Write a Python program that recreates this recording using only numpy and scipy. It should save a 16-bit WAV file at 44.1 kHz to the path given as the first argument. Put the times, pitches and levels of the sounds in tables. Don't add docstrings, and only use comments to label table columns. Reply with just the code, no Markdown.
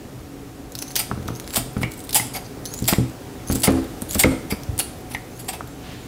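import sys
import numpy as np
from scipy import signal
from scipy.fft import rfft, irfft
from scipy.io import wavfile
from scipy.ndimage import uniform_filter1d, minimum_filter1d

SR = 44100
rng = np.random.default_rng(int(sys.argv[2]) if len(sys.argv) > 2 else 0)


def field_ratio(decibels):
    return 10 ** (np.asarray(decibels, dtype=float) / 20)


def store_wav(level_fs):
    pcm = np.round(np.clip(np.atleast_2d(level_fs), -1, 1) * 32767)
    wavfile.write(sys.argv[1], SR, pcm.T.astype(np.int16))


N = 267687

# start_s, length_s, first_hz, last_hz, level_db
STROKES = [(0.80, 0.147, 6050, 6300, -47), (1.288, 0.18, 5900, 7100, -52), (1.46, 0.1, 7240, 7900, -50),
           (1.904, 0.17, 7700, 8600, -55), (2.659, 0.15, 6100, 7250, -45), (2.817, 0.069, 7500, 7800, -55),
           (3.468, 0.075, 6140, 6800, -44.5), (3.525, 0.13, 7500, 8370, -49),
           (4.083, 0.079, 6500, 8100, -47), (4.18, 0.032, 8350, 9000, -45), (5.295, 0.14, 6000, 6940, -51),
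           (5.67, .065, 7340, 7460, -53), (5.994, 0.07, 7450, 6560, -51)]
# pitch_hz, share_db
UPPER_BANDS = [(11000, -9), (10800, -8), (10500, 2), (10800, -3), (10300, -9), (10200, -6), (10100, -8),
               (10500, -3.5), (11000, -5.5), (11300, -6), (11000, -6), (10000, -11), (9500, -8)]
# pitch_hz, width_hz, level_db
STEEL = [(3500, 700, -6), (4150, 700, -6), (4850, 400, -3), (6700, 900, -1), (8500, 500, -3),
         (10000, 600, 2), (11300, 500, -1), (12600, 500, -3), (14100, 700, -2)]
# start_s, peak_db
BODY_SLIPS = [(.781, -26), (0.7892, -11), (.864, -38), (.906, -32), (.918, -23), (2.004, -23), (2.049, -33),
              (2.34, -24), (0.8794, -25), (.912, -25), (1.353, -22.5), (1.36, -22), (1.499, -27),
              (1.919, -18.5), (1.9925, -25.5), (2.0397, -28), (2.0715, -30), (2.2694, -20), (2.655, -15),
              (2.6593, -14.5), (2.709, -32), (2.7174, -30), (2.7392, -10.5), (2.778, -21), (2.824, -19),
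              (2.8783, -6), (2.883, 3)]
# start_s, peak_db
TAIL_SLIPS = [(3.485, -16.5), (3.513, -19), (3.5272, -18), (3.5324, -24), (3.552, -14), (3.557, -7.5),
              (3.5854, -38), (3.604, -15), (3.621, -13), (3.706, -10), (4.087, -37), (4.1105, -10.5),
              (4.12, -19), (4.1324, -14), (4.148, -9.5), (4.1455, -18), (4.1834, -19), (4.194, -5),
              (4.1949, -5), (5.376, -38), (5.6934, -41)]
# start_s, peak_db, brightest_hz
SPLINTERS = [(0.721, -23, 7000), (0.7529, -12.5, 4900), (0.8194, -18, 10800), (0.9566, -7, 6000),
             (0.993, -8, 8800), (0.996, -25, 8770), (1.444, -28, 3800), (1.5603, -4, 8600),
             (1.976, -30, 13600), (1.37, -35, 11700), (1.938, -24, 8000), (2.129, -17, 13800),
             (2.79, -17, 7400), (2.376, -31, 11600), (4.198, -0.5, 8700), (4.203, -7, 13500),
             (2.0934, -14, 3000), (2.108, -17, 4850), (2.13, -10, 4420), (2.146, 1, 10000),
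             (2.154, 2, 10100), (2.169, -1, 11000), (2.801, -23, 10300), (2.8425, -18, 4840),
             (2.855, -18, 4600), (2.866, -28, 10400), (2.881, -25, 10100), (3.4945, -21, 10000),
             (3.522, -15, 10800), (3.6, -19, 10600), (4.0203, -13, 9100), (4.0947, -17, 11000),
             (4.136, -18, 12500), (4.6345, -22, 5940), (4.7793, -15, 9310), (4.791, -3, 9800),
             (4.796, -4, 10000)]
# start_s, peak_db, brightest_hz, low_mid_share_db
POPS = [(.824, -11.5, 5700, -9.5), (0.906, -38.5, 6200, 14), (0.9613, -10, 11500, -24),
        (0.964, -8, 4150, -3.5), (1.2285, -41, 4020, 10), (1.257, -35, 5700, 2.5), (1.281, -22.5, 5670, 1),
        (1.3992, -18, 6100, -4), (1.477, -19.5, 5340, -0.5), (1.506, -26.5, 3280, 5),
        (1.538, -15.5, 5000, -1), (1.545, -12, 7870, -6.5), (1.5697, -6, 12700, 0.5),
        (1.7336, -29, 12900, -11), (1.781, -27, 10400, -11), (2.2257, -24, 8440, -13),
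        (2.7865, -30, 7400, -10), (3.098, -34, 7600, 6), (3.7217, -15, 7360, -8), (3.843, -27, 3390, -14),
        (4.2102, 0.5, 11500, -10), (4.2355, -17, 3750, 10.5), (4.8003, -8, 12500, -11),
        (4.803, -12, 2760, -8), (5.4466, -29, 11100, -5), (5.675, -27, 12000, -20)]
# start_s, peak_db
NEEDLES = [(0.9557, -11), (0.9642, -7), (1.565, -8), (2.1535, -11), (2.1535, -6), (2.1634, -5),
           (2.1704, -10), (2.885, -4), (2.8904, -2), (3.5054, -22), (3.5134, -9), (3.5224, -8),
           (3.5265, -6), (3.5284, -14), (3.532, -6), (3.5557, -11), (3.5634, -14), (3.5854, -20),
           (3.5997, -16), (3.6346, -13), (3.6353, 3), (3.6424, 1.5), (3.6484, -15), (3.6794, -14),
           (4.1314, -14), (4.136, -8), (4.1374, -15), (4.1455, -8), (4.1485, -4), (4.1544, -16),
           (4.1864, -6), (4.1929, -9), (5.4859, -16), (5.4895, -14), (5.394, -24), (5.404, -24),
           (4.7893, -3), (4.1095, -14)]
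# start_s, length_s, level_db, flesh_share_db, loudest_hz
BREAKS = [
    (0.952, 0.02, -22, -18, 6150),
    (0.985, 0.014, -20, -10, 9500),
    (1.55, 0.024, -20, -6.5, 9050),
    (2.122, 0.017, -30, -20, 14100),
    (3.513, 0.0057, -32, -38, 7600),
    (3.56, .01, -34, -6, 8200),
    (3.631, 0.0062, -10.5, -8, 10300),
    (4.188, 0.017, -13, -9.5, 8750),
    (4.783, 0.015, -28, -2, 9450),
]
# start_s, length_s, level_db, flesh_share_db, loudest_hz
SQUEEZES = [(1.272, 0.007, -40, 0, 5900), (1.524, 0.0095, -32, -22, 7900), (1.806, 0.017, -36.5, -1, 9500),
            (2.148, 0.012, -8.5, -7.5, 10000), (2.335, 0.03, -31.5, 3.5, 11400),
            (2.857, 0.064, -24.5, -26, 7900), (2.877, 0.011, -11, -4.5, 12500),
            (4.128, 0.023, -27, -13, 14500), (4.497, 0.015, -26.5, -6, 11500), (5.1, 0.019, -41, 4, 9900),
            (5.131, 0.0075, -44, -4, 4100), (2.345, 0.022, -45, 1, 4700), (4.502, 0.017, -50, -14, 4800),
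            (5.387, 0.014, -34.5, -11, 11300), (5.479, 0.011, -24.5, -0.3, 8160),
            (5.528, 0.0068, -34.5, 5.5, 11000)]
# pitch_hz, width_hz, level_db
FLESH = [(786, 154, 8), (1315, 32, 7), (2300, 720, -3.5), (2660, 60, 4)]
# start_s,
# length_s, level_db, pitch_hz, second_hz
RUBS = [(0.818, .012, -41, 11000, 6100), (0.878, 0.011, -48, 11000, 4000), (0.903, .015, -43, 11000, 4360),
        (1.808, 0.027, -43.5, 10800, 9200), (1.81, .02, -52, 14100, 15400),
        (1.913, .003, -47, 15000, 12900), (1.974, .012, -48, 13600, 8200), (1.992, .004, -45, 13500, 8600),
        (2.038, .017, -45.5, 8600, 13500), (2.089, .012, -39, 10000, 8500), (2.332, .028, -38, 11500, 9250),
        (2.334, 0.049, -38.5, 4730, 6630), (2.349, .03, -39.5, 2280, 11400), (2.44, .03, -49, 4700, 6000),
        (2.64, 0.07, -48, 10000, 10600), (3.473, 0.049, -40, 10100, 10300), (3.6, .012, -38, 10600, 13000),
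        (4.984, .003, -53, 14000, 12500), (5.006, .003, -55, 13600, 11600),
        (5.099, 0.0028, -50, 14500, 12500), (5.1, 0.028, -46, 9900, 10300), (5.107, 0.017, -50, 5900, 2300),
        (5.132, .018, -41.5, 9800, 11300), (5.133, 0.011, -45, 5950, 4130), (5.375, .004, -48, 11000, 6500),
        (5.389, 0.011, -49, 11000, 13500), (5.452, 0.035, -50, 7500, 11200), (2.884, .01, -27, 12700, 4100),
        (4.01, .014, -44, 11500, 8500), (4.086, .028, -42, 11200, 10600), (4.505, .025, -34, 2250, 4800),
        (4.192, .012, -27, 8700, 11200), (2.66, .15, -48, 10300, 4300)]
# start_s, level_db, pitch_hz, t60_s
PINGS = [
    (2.15, -21, 10200, .24),
    (2.155, -30, 6400, 0.22),
    (4.79, -25, 9880, 0.2),
    (4.795, -31, 4400, .2),
    (3.636, -23, 9500, 0.22),
    (5.149, -37, 2120, 0.12),
    (1.834, -30, 2250, .18),
    (1.836, -36, 2850, .15),
    (3.64, -30, 6400, .2),
]
# start_s, peak_db, pitch_hz, upper_mode_share_db
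CLACKS = [(1.0001, -26, 2030, 14), (1.832, -18, 2030, 4), (1.835, -24.5, 2120, 6), (2.1977, -20.5, 1920, 5),
          (2.3499, -33, 2040, 7), (2.9345, -14, 2000, 0), (3.6739, -14.5, 2040, 6), (4.2378, -8, 2000, 11),
          (4.505, -31.5, 2070, 13), (4.514, -29, 2140, 23), (4.52, -36, 2000, 5), (5.1482, -20, 1900, 6),
          (5.1515, -29, 2000, 0), (4.802, -26, 2600, 5)]
# start_s, peak_db, counter_db, board_db, ring_time_factor
LEANS = [(1.114, -9, -2, -0.5, 0.42), (1.176, -15, 5.5, -18, 0.62), (1.223, -18, -16, -23, 0.85),
         (1.259, -16.5, 5, -23, 0.91), (1.286, -14.5, -22, 0, 1.2), (1.304, -11.5, -15, -15, 1.5),
         (1.576, -11.5, -1, -24, 1.9), (1.767, -5.5, -2, -11.5, 0.64), (1.786, -20, -21, -32, 0.32),
         (1.816, -11.5, -30, -14, 0.48), (1.84, -9, -30, -35, 0.46), (2.199, -16.5, -2, -5, 1.5),
         (5.608, -30, -15, 14, 0.25)]
# start_s, peak_db, counter_db, worktop_db, ring_time_factor
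SLAMS = [
    (2.927, -4.5, 0, -6, 0.1),
    (3.5, -10.5, 9.5, 0, 1.7),
    (3.556, -16, 11, -4, 1.5),
    (3.68, 8.5, -0.5, -10.5, 0.88),
    (3.752, -18, -21, -9, 0.6),
    (4.023, -19, -24, 8, 0.039),
    (4.154, -11.5, 11, -23, 0.3),
    (4.245, 6, 1, -2, 0.45),
    (4.317, -15, -8, -4, 0.94),
    (4.524, -12, 7.5, 1, 0.14),
]
# start_s, peak_db, counter_db, worktop_db, ring_time_factor
PATS = [
    (2.822, -14, 5, 7, 0.81),
    (2.984, -5, 2, 7, 0.7),
]
# pitch_hz, level_db, t60_s
COUNTER = [(44.5, -7, 0.69), (81, -4, 0.4), (206, -7, 0.19)]
# pitch_hz, level_db, t60_s
WORKTOP = [(123.1, -2, 0.51), (170.3, -6.5, 0.17), (226, 0, 0.047)]
# pitch_hz, level_db, t60_s
CABINET = [(157, -36, 0.27), (197, -2, 0.14), (262, -2.5, 0.97), (326, -6, 1), (411.7, -11.5, 0.27),
           (433.5, -8, 0.17), (491, -9.5, 0.19), (548, -24, 0.6), (607, -20, 0.13), (788, -8.5, 0.067)]
# pitch_hz, level_db, t60_s
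BOARD = [(424, -6, 0.056), (735, 5.5, 0.013), (986, 7.5, 0.013), (1120, 0, 0.027), (1250, 8, 0.02),
         (1410, -15, 0.026), (1670, -10, 0.031), (2000, -9, 0.011)]
# pitch_hz, level_db, t60_s
BOARD_FLEX = [(508.5, 4.5, 0.15), (428, -7, 0.33), (588, -22, 0.31)]
# start_s, peak_db
PUSHES = [
    (4.687, -6),
    (4.728, -13),
    (4.771, -22),
]
# time_s, level_db
WIPE = [
    (5.78, -58),
    (5.86, -44.5),
    (5.93, -42),
    (6.0, -48),
    (6.07, -49.5),
]
# pitch_hz, t60_s
ROOM = [(200, 0.32), (1000, 0.51), (3000, 0.49), (8000, 0.44), (15000, 0.25)]
# pitch_hz, level_db
HUM = [(15, -19.5), (25, 16), (97, -6.5), (127, -2), (195, -11.5), (277, -4), (363, -17.5), (427, -8),
       (624, -14.5), (754, -16.5), (936, -19), (3160, -28), (4870, -29), (5730, -29), (16000, -34)]
# pitch_hz, width_hz, level_db
APPLIANCES = [(60.7, 51, -46.5), (122, 6.9, -47.5), (183, 41, -52.5), (248.6, 11, -51.5),
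              (279.3, 1.1, -51.5), (324.6, 46, -49), (400.2, 4.4, -55.5), (443, 14, -59.5), (741, 7.3, -56)]
# time_s, gain_db
DRIFT = [(0, 0.9), (.7, 0.7), (1.2, 3), (3.3, 3.5), (3.9, 5.5), (4.999, 3), (6.07, 2)]


def evened(x):
    return x / np.sqrt(np.mean(x ** 2) + 1e-20)


def read(points, hz):
    f, value = np.transpose(points)
    return np.interp(np.log(hz + 1), np.log(f + 1), value)


def add(mix, s, sound):
    part = mix[round(s * SR):][:len(sound)]
    part += sound[:len(part)]


def resonate(x, hz, width):
    r = np.exp(-np.pi * width / SR)
    return 2 * signal.lfilter([1 - r], [1, -r * np.exp(2j * np.pi * hz / SR)], x).real


def resonate_twice(x, hz, width, second_hz, second_width):
    return resonate(resonate(x, hz, width), second_hz, second_width)


def follow(x, hz, width):
    turn = np.exp(2j * np.pi * np.cumsum(hz) / SR)
    r = np.exp(-np.pi * width / SR)
    return 2 * (turn * signal.lfilter([1 - r], [1, -r], x / turn)).real


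def body(x, peaks):
    return sum((-1) ** k * field_ratio(db) * resonate(x, hz, width) for k, (hz, width, db) in enumerate(peaks))


def gripped(peaks):
    luck = 2 * rng.random((len(peaks), 2)) - 1
    return [(hz * (1 + .03 * a), width, db + 3 * b) for (hz, width, db), (a, b) in zip(peaks, luck)]


def above(x, hz):
    return signal.sosfilt(signal.butter(2, hz, "high", fs=SR, output="sos"), x)


def ring(modes, t, spread_db):
    luck = 2 * rng.random((len(modes), 2)) - 1
    return sum(field_ratio(db + spread_db * a - 60 * t / t60) * np.sin(2 * np.pi * hz * (1 + 0.0058 * b) * t)
               for (hz, db, t60), (a, b) in zip(modes, luck))


def song_hz(s):
    start, length, first_hz, last_hz, _ = np.transpose(STROKES)
    times = np.ravel([start, start + length], "F")
    return np.interp(s, times, np.ravel([first_hz, last_hz], "F"))


def blades():
    line_width, upper_width, top_hz, top_db = 140, 650, 14100, -24
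    catch_gain, catch_s = 2.1, 0.018
    out = np.zeros(N)
    at, slip_db = np.transpose(BODY_SLIPS + TAIL_SLIPS)
    for (s, length, _, _, db), (upper_hz, upper_db) in zip(STROKES, UPPER_BANDS):
        t = s + np.arange(0, length, 1 / SR)
        hz = song_hz(t)
        late = (t[:, None] - at) / catch_s
        catch = (field_ratio(0.79 * (slip_db + 12.0)) * np.exp(-late ** 2)).max(axis=1)
        a, b, c = rng.standard_normal((3, 12000))[:, :len(t)]
        slips = signal.lfilter([1], [1, -.98], np.maximum(c - 2.6, 0))
        pressure_db = 3.5 * evened(uniform_filter1d(c, 400))
        grit = evened(0.62 + slips) * field_ratio(pressure_db)
        scrape = b * grit
        line = follow(a * (.55 + grit), hz, line_width)
        line = evened(follow(line, hz, 3 * line_width))
        upper = evened(resonate_twice(scrape, upper_hz, upper_width, upper_hz, upper_width))
        top = evened(resonate_twice(scrape, top_hz, upper_width, top_hz, upper_width))
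        rub = field_ratio(3.0) * evened(above(scrape, 2000) + body(scrape, STEEL))
        song = line + field_ratio(upper_db) * (upper + field_ratio(top_db) * top + rub)
        add(out, s, field_ratio(db) * (.5 + catch_gain * catch) * song * signal.windows.tukey(len(t), .1))
    return out


def ticks():
    slip_low_db, splinter_low_db = -40, -28
    out, t = np.zeros(N), np.arange(1600) / SR
    rows = [(s, db, song_hz(s), slip_low_db) for s, db in BODY_SLIPS + TAIL_SLIPS]
    rows += [(*row, splinter_low_db) for row in SPLINTERS]
    rows += POPS
    decay = field_ratio(-60 * t / 0.0032) + 0.22 * field_ratio(-60 * t / 0.038)
    shape = decay * np.minimum(t / 0.00037, 1)
    for s, db, hz, low_db in rows:
        puff = rng.standard_normal(len(t)) * shape
        bright = 0.42 * above(above(puff, 2400), 2400) + 2.46 * resonate(puff, hz, 1500)
        bright = bright + 0.096 * body(puff, gripped(STEEL))
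        bright = bright + 0.6 * resonate_twice(puff, 4300, 1900, 4300, 1900)
        bright = bright + 1.06 * resonate(puff, 10170, 800) + 0.6 * resonate(puff, 13260, 800)
        low = resonate(puff, 1460, 3800)
        snap = bright / abs(bright).max() + field_ratio(low_db) * low / abs(low).max()
        add(out, s - .0005, field_ratio(db - 1.5) * snap)
    return out


def needles():
    out, t = np.zeros(N), np.arange(300) / SR
    for s, db in NEEDLES:
        puff = rng.standard_normal(len(t)) * field_ratio(-60 * t / .0012)
        snap = above(puff, 3700) + 0.4 * body(puff, STEEL)
        add(out, s, field_ratio(db - 2.5) * snap / abs(snap).max())
    return out


def crunches():
    out, t = np.zeros(N), np.arange(3500) / SR
    hz = np.fft.rfftfreq(len(t), 1 / SR)
    rows = [(0.011, 520, *row) for row in BREAKS]
    rows += [(row[1], 670, *row) for row in SQUEEZES]
    for rise, fall, s, length, db, flesh_db, peak_hz in rows:
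        tilt_db = -2 + 0.033 * flesh_db
        hiss, place, size = rng.standard_normal(len(t)), rng.random(len(t)), rng.exponential(1, len(t))
        grains = (place < 450 / SR) * field_ratio(5 * np.minimum(size, 3))
        bursts = signal.lfilter([1], [1, -.95], grains)
        fading_db = -fall * np.maximum(t - length, 0) - 0.15 * np.minimum(t / length, 1)
        shape = np.minimum(t / max(rise, .0005), 1) * field_ratio(fading_db)
        drive = hiss * evened(8.6 + bursts) * shape
        bright = .8 * above(drive, 2800) + 1.3 * body(drive, gripped(STEEL))
        bright = bright + 2.2 * resonate(drive, peak_hz, 700)
        bright = irfft(rfft(bright) * field_ratio(tilt_db * np.log2(np.maximum(hz, 500) / 8000)), len(t))
        meat = body(drive, gripped(FLESH)) + .35 * resonate(drive, 2400, 2500)
        scale = np.sqrt(np.mean(shape ** 2))
        add(out, s, field_ratio(db) * scale * (evened(bright) + field_ratio(flesh_db) * evened(meat)))
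    return out


def rubs():
    out, width = np.zeros(N), 440
    for s, length, db, *bands in RUBS:
        a, b = rng.standard_normal((2, 3000))
        count = int(np.clip(length * SR, 40, 2600))
        grit = a * (.4 + abs(uniform_filter1d(b, size=40)) * 6)
        drive = np.pad(grit[:count] * signal.windows.tukey(count, .3), (0, 300))
        sound = sum(resonate_twice(drive, hz, width, hz, 2 * width) for hz in bands)
        add(out, s, field_ratio(db) * evened(sound))
    return out


def pings():
    out, t = np.zeros(N), np.arange(8000) / SR
    for s, db, hz, t60 in PINGS:
        width = .09 * hz
        tone = evened(resonate_twice(rng.standard_normal(len(t)), hz, width, hz, 2 * width))
        add(out, s, field_ratio(db - 60 * t / t60) * tone * np.minimum(t / .002, 1))
    return out


def clacks():
    out, t = np.zeros(N), np.arange(6000) / SR
    for s, db, hz, upper_db in CLACKS:
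        noise = rng.standard_normal(len(t))
        crack = field_ratio(-60 * t / 0.019) * noise + 8 * (t == 0)
        chatter = crack + 0.38 * field_ratio(-60 * t / 0.16) * noise
        pair = resonate(chatter, hz, 150) + field_ratio(upper_db) * resonate(chatter, hz * 1.088, 120)
        knock = 1.28 * resonate(pair, hz * 1.02, 920)
        knock = knock + 1.06 * resonate_twice(crack, 810, 380, 950, 1560)
        knock = knock + 0.21 * resonate(chatter, hz * 1.3, 310)
        knock = knock + 0.2 * resonate_twice(crack, 2200, 4000, 2600, 5500)
        add(out, s, field_ratio(db + 7.0) * knock / abs(knock).max())
    return out


def thuds():
    hard_hz, padded_hz = 6000, 356
    out, t = np.zeros(N), np.arange(16000) / SR
    # polarity, top Hz, start s, peak dB, then counter, worktop, cabinet and board dB, ring time factor
    rows = [(-1, hard_hz, s, db, low_db, 0, -12.5, board_db, free) for s, db, low_db, board_db, free in LEANS]
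    for blows, hz in (SLAMS, hard_hz), (PATS, padded_hz):
        rows += [(1, hz, s, db, low_db, top_db, 0, -11, free) for s, db, low_db, top_db, free in blows]
    for sign, hz, s, db, counter_db, worktop_db, cabinet_db, board_db, free in rows:
        rattle = resonate(rng.standard_normal(len(t)), 260, 162) * field_ratio(20.5 - 60 * t / 0.14)
        sound = field_ratio(counter_db) * ring(COUNTER, t, 0.27) + field_ratio(worktop_db) * ring(WORKTOP, t, 2.3)
        sound = sound + field_ratio(cabinet_db) * (ring(CABINET, t, 1.5) + rattle)
        sound = sound + field_ratio(board_db) * ring(BOARD, t, 2.5)
        sound = sound + field_ratio(cabinet_db - 11 + 0.66 * db) * ring(BOARD_FLEX, t, 2.3)
        sound = signal.sosfilt(signal.butter(2, hz, fs=SR, output="sos"), sound)
        settling = field_ratio(-18 * (t / (0.22 * np.clip(free, .05, 1.7))) ** 2)
        add(out, s, sign * field_ratio(db - 12.5) * sound * settling * np.minimum(t / 0.00052, 1))
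    return out


def pushes():
    out, t = np.zeros(N), np.arange(9000) / SR
    turns = np.cumsum(101 * np.exp(-27 * t)) / SR
    thump = np.sin(2 * np.pi * turns) * np.minimum(t / 0.0085, 1)
    for s, db in PUSHES:
        add(out, s, field_ratio(db - 60 * t / 0.085) * thump)
    return out


def wipe():
    s, db = np.transpose(WIPE)
    rub = evened(resonate_twice(rng.standard_normal(N), 2200, 3300, 2600, 5000))
    return rub * field_ratio(np.interp(np.arange(N) / SR, s, db, -120, -120))


def kitchen(x):
    out, turn = np.zeros(N), np.arange(N) / SR * 2.356
    for k in range(3):
        taps, at = np.zeros(SR // 2), np.arange(130, SR // 2 - 12, 12)
        taps[at + rng.integers(0, 12, len(at))] = rng.choice([-1., 1.], len(at))
        hz, t, z = signal.stft(taps, SR, nperseg=256)
        tail = signal.istft(z * field_ratio(-60 * t / read(ROOM, hz)[:, None]), SR, nperseg=256)[1]
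        window = np.sqrt(2 / 3) * np.cos(np.pi * (turn + k / 3))
        out += signal.oaconvolve(x * window, tail / np.linalg.norm(tail))[:N]
    return out


def hum():
    hz, t, z = signal.stft(rng.standard_normal(N + 2048), SR, nperseg=2048, noverlap=1536)
    patches_db = uniform_filter1d(rng.standard_normal(z.shape), 12, 0)
    patches_db = evened(uniform_filter1d(patches_db, 6, 1))
    shaped = z * field_ratio(read(HUM, hz)[:, None] + patches_db)
    air = signal.istft(shaped, SR, nperseg=2048, noverlap=1536)[1][:N]
    tones = sum(field_ratio(db) * evened(resonate(rng.standard_normal(N), f, w)) for f, w, db in APPLIANCES)
    return field_ratio(-38.5) * evened(air) + tones


def scene():
    steel = blades() + ticks() + needles() + crunches() + rubs() + pings()
    handles = clacks()
    board = thuds() + pushes()
    wet = kitchen(field_ratio(-10.5) * steel + field_ratio(-16.0) * handles + field_ratio(-13.0) * board)
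    drift = field_ratio(np.interp(np.arange(N) / SR, *np.transpose(DRIFT)))
    return (steel + handles + board + wet + wipe() + drift * hum())[None]


def low_pass(x):
    return signal.sosfilt(signal.butter(12, 16800, fs=SR, output="sos"), x)


def record(dry):
    limit_db, recover_db_per_s = -3.2, 127
    treble_cut = signal.firwin(255, 15750, window=("kaiser", 4.5), fs=SR)
    heard = signal.oaconvolve(above(dry[0], 71.0), treble_cut, "same")
    peak_db = 20 * np.log10(-minimum_filter1d(-abs(heard), size=61) + 1e-9)
    fall_db = np.arange(N) * recover_db_per_s / SR
    held_db = np.maximum.accumulate(peak_db + fall_db) - fall_db
    over_db = np.maximum(held_db - limit_db, 0)
    ducked = heard / field_ratio(.85 * uniform_filter1d(over_db, size=41))
    return low_pass(ducked[None])


dry = scene()
out = record(dry)
store_wav(out)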